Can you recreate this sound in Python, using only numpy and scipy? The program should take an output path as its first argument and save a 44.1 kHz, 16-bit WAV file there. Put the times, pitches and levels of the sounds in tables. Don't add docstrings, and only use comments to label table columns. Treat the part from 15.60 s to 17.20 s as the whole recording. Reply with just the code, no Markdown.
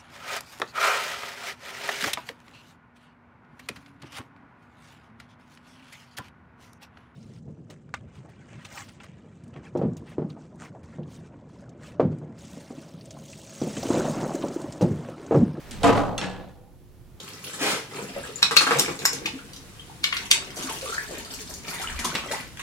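import sys
import numpy as np
from scipy import signal
from scipy.fft import rfft, irfft, next_fast_len
from scipy.io import wavfile
from scipy.ndimage import map_coordinates

SR = 44100
rng = np.random.default_rng(int(sys.argv[2]) if len(sys.argv) > 2 else 0)


def put_to_file(sound):
    columns = np.atleast_2d(sound).T
    safe = np.clip(columns, -1, 1)
    whole_steps = np.round(safe * 32767)
    wavfile.write(sys.argv[1], SR, whole_steps.astype(np.int16))


def magnitude_from_level(level_db):
    exponent = np.asarray(level_db, float) / 20
    return 10 ** exponent


N = 70560
TIME_S = np.arange(N) / SR
WAVER_RAD = 0.5


def unit(x):
    return x / np.sqrt(np.mean(x ** 2) + 1e-20)


def along(points, hz):
    point_hz, value = np.transpose(points)
    return np.interp(np.log(hz + 1), np.log(point_hz + 1), value)


def curve(rows):
    time_s, value = np.transpose(rows)
    return np.interp(TIME_S, time_s, value)


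def wobble(rate):
    knots = rng.standard_normal(int(N * rate / SR) + 4)
    return map_coordinates(knots, [np.arange(N) * rate / SR])


def filtered(x, response):
    m = next_fast_len(N + 8192)
    return irfft(rfft(x, m) * response(np.fft.rfftfreq(m, 1 / SR)), m)[..., :N]


def half_angle(alike, hz):
    return np.arccos(np.clip(along(alike, hz), -1, 1)) / 2


def rush(colour, alike):
    def mid_side_gain(hz):
        angle = half_angle(alike, hz)
        return magnitude_from_level(along(colour, hz)) * [np.cos(angle), np.sin(angle)]

    mid, side = filtered(rng.standard_normal((2, N)), mid_side_gain)
    return unit(np.array([mid + side, mid - side]))


# (freq_hz, likeness 0 to 1)
HIT_ALIKE = [(80, 1), (270, 0.05), (550, 0.77), (1650, .8), (5000, 0.51), (15000, 0.384)]


def clang(start_s, held_s, colour, t60):
    rise_s, chatter_db, chatter_rate = 0.003, 3, 170
    peaky_db, peak_width_hz = 4, 14
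    hz, t, spectrum = signal.stft(rush([(1000, 0)], HIT_ALIKE), SR, nperseg=256)
    ringing_s = np.clip(t - start_s - held_s, 0, None)
    decay = magnitude_from_level(-60 * ringing_s / along(t60, hz)[:, None])
    ringing = signal.istft(spectrum * decay, SR, nperseg=256)[1][:, :N]
    peaks = rng.standard_normal(int(SR / 2 / peak_width_hz) + 2)

    def gain(hz):
        peak_db = peaky_db * np.interp(hz / peak_width_hz, np.arange(len(peaks)), peaks)
        return magnitude_from_level(along(colour, hz) + peak_db)

    size = np.sqrt(np.mean(gain(np.arange(SR / 2)) ** 2))
    chattering = ringing * magnitude_from_level(chatter_db * wobble(chatter_rate))
    onset = 1 - np.exp(-np.clip(TIME_S - start_s, 0, None) / rise_s)
    return filtered(chattering, gain) / size * onset


def ring(start_s, held_s, modes, rise_s):
    waver_db, waver_knee_hz = 3.3, 400
    t = np.clip(TIME_S - start_s, 0, None)
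    power = sum(magnitude_from_level(db) ** 2 / 2 for hz, db, t60 in modes)
    out = 0
    for hz, db, t60 in modes:
        lag = half_angle(HIT_ALIKE, hz) * rng.choice([-1, 1])
        rate = 15 * np.sqrt(1 + hz / waver_knee_hz)
        phase = 2 * np.pi * hz * t + rng.uniform(0, 2 * np.pi) + WAVER_RAD * wobble(rate)
        phase = phase + lag * np.array([[1], [-1]])
        level_db = db + waver_db * wobble(rate) - 60 * np.clip(t - held_s, 0, None) / t60
        out = out + magnitude_from_level(level_db) * np.sin(phase)
    return out / np.sqrt(power) * (1 - np.exp(-t / rise_s))


def sheet(blows, modes, modes_db, colour, t60):
    lowest_hz = 65
    out = 0
    for start_s, db, held_s in blows:
        dense = clang(start_s, held_s, colour, t60)
        single = ring(start_s, held_s, modes, rise_s=0.011)
        out = out + magnitude_from_level(db) * (dense + magnitude_from_level(modes_db) * single)
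    return filtered(out, lambda hz: (1j * hz / (lowest_hz + 1j * hz)) ** 2)


# (time_s, level_db)
RUB = [(0, -50), (.2, -48.5), (.23, -42), (.26, -75.5)]
# (freq_hz, relative_level_db)
RUB_COLOUR = [(120, -42.5), (220, -11), (600, -7.5), (2500, -16.5), (4000, -21.5), (9000, -28.5),
              (15500, -39.5)]


def rub():
    rubbing = TIME_S < RUB[-1][0]
    return magnitude_from_level(curve(RUB) + 0.85 * wobble(39.0)) * rubbing * rush(RUB_COLOUR, HIT_ALIKE)


# (freq_hz, relative_level_db)
RUMBLE = [(12, -29), (20, 2.5), (36, -6.5), (82, -5), (122, -8.5), (151, -9.5), (255, -16), (1500, -38.5),
          (1950, -100)]
# (time_s, level_db)
RUMBLE_LEVEL = [(0, -51.5), (.3, -32), (.9, -49.5), (1.2, -50), (1.6, -50)]
# (freq_hz, relative_level_db)
HISS = [(470, -38.5), (800, -12.5), (1540, -8), (11400, -16), (15900, -13), (16150, -58.5)]
# (time_s, level_db)
HISS_LEVEL = [(0, -56.5), (1.1, -68), (1.6, -64)]
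# (freq_hz, peak_level_db)
HUM = [(360, -62.5), (10966, -78), (11693, -80.5)]
# (freq_hz, likeness 0 to 1)
AIR_ALIKE = [(40, 0.15), (240, 0.74), (3770, 0.45), (15000, 0.11)]


def air():
    left_over_right_db = -2
    low = magnitude_from_level(curve(RUMBLE_LEVEL) + 1.1 * wobble(7.6)) * rush(RUMBLE, AIR_ALIKE)
    hiss = magnitude_from_level(curve(HISS_LEVEL)) * rush(HISS, AIR_ALIKE)
    hum = 0
    for hz, db in HUM:
        level = magnitude_from_level(db + 1 * wobble(4.4))
        hum = hum + level * np.sin(2 * np.pi * hz * TIME_S + WAVER_RAD * wobble(16.0))
    return (low + hiss + hum) * magnitude_from_level([[left_over_right_db / 2], [-left_over_right_db / 2]])


# (start_s, crack_level_db, car_answer_level_db, brightness_db_per_octave)
TICKS = [(0.1095, -29, -42.5, 1), (0.2322, -22.5, -30, 0), (0.366, -37.5, -45, 7), (0.5789, -21.5, -35, -2),
         (.613, -23, -39.5, -11), (0.8857, -52.5, -65.5, -5)]
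# (freq_hz, relative_level_db)
TICK_CRACK = [(700, -44.5), (1300, -19), (3400, 2), (5000, -5), (6400, -6), (10000, -10), (15500, -28.5),
              (16500, -62.5)]
# (freq_hz, relative_level_db)
TICK_RING = [(800, -46.5), (1300, -2.5), (2600, -6), (4100, -7.5), (5200, -13.5), (6800, -10.5), (8000, -9),
             (10500, -19), (15800, -43)]
# (freq_hz, t60_s)
RING_T60 = [(1200, 0.23), (4000, 0.65), (14000, 0.25)]
# (start_s, level_db)
HANDLE_HITS = [(0.579, -27.5), (0.613, -43)]
# (pitch_hz, relative_level_db, t60_s)
HANDLE = [(2729, -2, .33), (3430, 3, .07), (4030, -8, .3), (4300, -11, .45), (5566, -7, .33),
          (6300, 2, .05)]


def tilted(colour, db_per_octave):
    return [(hz, level + db_per_octave * np.log2(hz / 4000)) for hz, level in colour]


def ticks():
    rise_s, crack_t60_s = 0.001, 0.017
    out = sum(magnitude_from_level(db) * ring(start_s, 0, HANDLE, rise_s) for start_s, db in HANDLE_HITS)
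    for start_s, crack_db, answer_db, bright_db in TICKS:
        t = TIME_S - start_s
        envelope = magnitude_from_level(crack_db - 60 * np.abs(t) / crack_t60_s) * np.clip(t / rise_s, 0, 1)
        crack = rush(tilted(TICK_CRACK, bright_db), [(1000, 0.93)]) * envelope
        answer = clang(start_s, 0, tilted(TICK_RING, bright_db / 2), RING_T60)
        out = out + crack + magnitude_from_level(answer_db) * answer
    return out


# (start_s, tone_peak_level_db, settled_pitch_hz, t60_s)
THUDS = [(.112, -38, 200, 0.5), (0.221, -32, 520, .1), (.366, -30, 70, 0.45), (1.077, -55, 815, 0.2),
         (1.139, -51, 900, 0.03), (1.155, -43, 90, .1), (1.406, -35, 80, 0.07), (1.518, -47, 105, 0.23)]


def thuds():
    sag_share, sag_s, puff_db, lag_rad = 0.4, 0.02, -13, 0.6
    out = 0
    for start_s, db, hz, t60 in THUDS:
        t = np.clip(TIME_S - start_s, 0, None)
        cycles = hz * (t + sag_share * sag_s * (hz < 300) * (1 - np.exp(-t / sag_s)))
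        tone = np.sin(2 * np.pi * cycles + [[0], [rng.normal(0, lag_rad)]])
        puff_colour = [(hz / 2, -30), (hz, 0), (2 * hz, -14), (10 * hz, -120)]
        puff = magnitude_from_level(puff_db) * rush(puff_colour, HIT_ALIKE)
        out = out + magnitude_from_level(db - 60 * t / t60) * np.clip(2 * hz * t, 0, 1) * (tone + puff)
    return out


# (start_s, level_db, time the sheet keeps being shaken held_s)
BOOMS = [(.2322, -17.5, 0.042), (.366, -26.5, 0.0042)]
# (pitch_hz, relative_level_db, t60_s)
HATCH = [(112.38, -5.5, 1.03), (250.2, -10.5, 0.96), (282, 1, 0.91), (462, -2.5, 0.37), (514, -10.5, 1.18),
         (670.4, -4, 0.37), (693.5, 1, 0.3), (804, -8, 0.86), (1006, -8, 0.62), (1129, -11, 0.63),
         (1270, -10, 0.7)]
# (freq_hz, relative_level_db_per_hz)
HATCH_CLANG = [(55, -50.5), (100, -17.5), (170, -2), (370, -7), (680, 0.5), (1300, -9.5), (2700, -17),
               (9000, -37.5), (13500, -43), (16000, -75)]
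# (freq_hz, t60_s)
HATCH_T60 = [(100, 1), (700, 1), (2000, 0.43), (6000, .45), (14000, 0.26)]


def hatch():
    return sheet(BOOMS, HATCH, 2, HATCH_CLANG, HATCH_T60)


# (start_s, level_db, time the sheet keeps being shaken held_s)
SLAPS = [(.612, -30.5, 0.0099)]
# (pitch_hz, relative_level_db, t60_s)
WALL = [(184.4, 2.5, 0.75), (297, -9, 0.92), (489, -3.5, 0.97), (791, -9, 0.98), (1410, -19, 0.27),
        (1697, -5.5, 0.54)]
# (freq_hz, relative_level_db_per_hz)
WALL_CLANG = [(50, -29), (140, 1), (190, -4.5), (1100, -11), (2800, -16), (8000, -36), (15000, -81.5)]
# (freq_hz, t60_s)
WALL_T60 = [(100, 0.51), (700, 0.83), (2000, 0.61), (6000, 0.44), (14000, 0.29)]


def wall():
    return sheet(SLAPS, WALL, -1.5, WALL_CLANG, WALL_T60)


def scene():
    return hatch() + wall() + ticks() + thuds() + rub() + air()


def band_limit(x):
    return signal.sosfilt(signal.butter(12, 16640, fs=SR, output="sos"), x)


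def record(dry):
    return band_limit(dry)


dry = scene()
out = record(dry)
put_to_file(out)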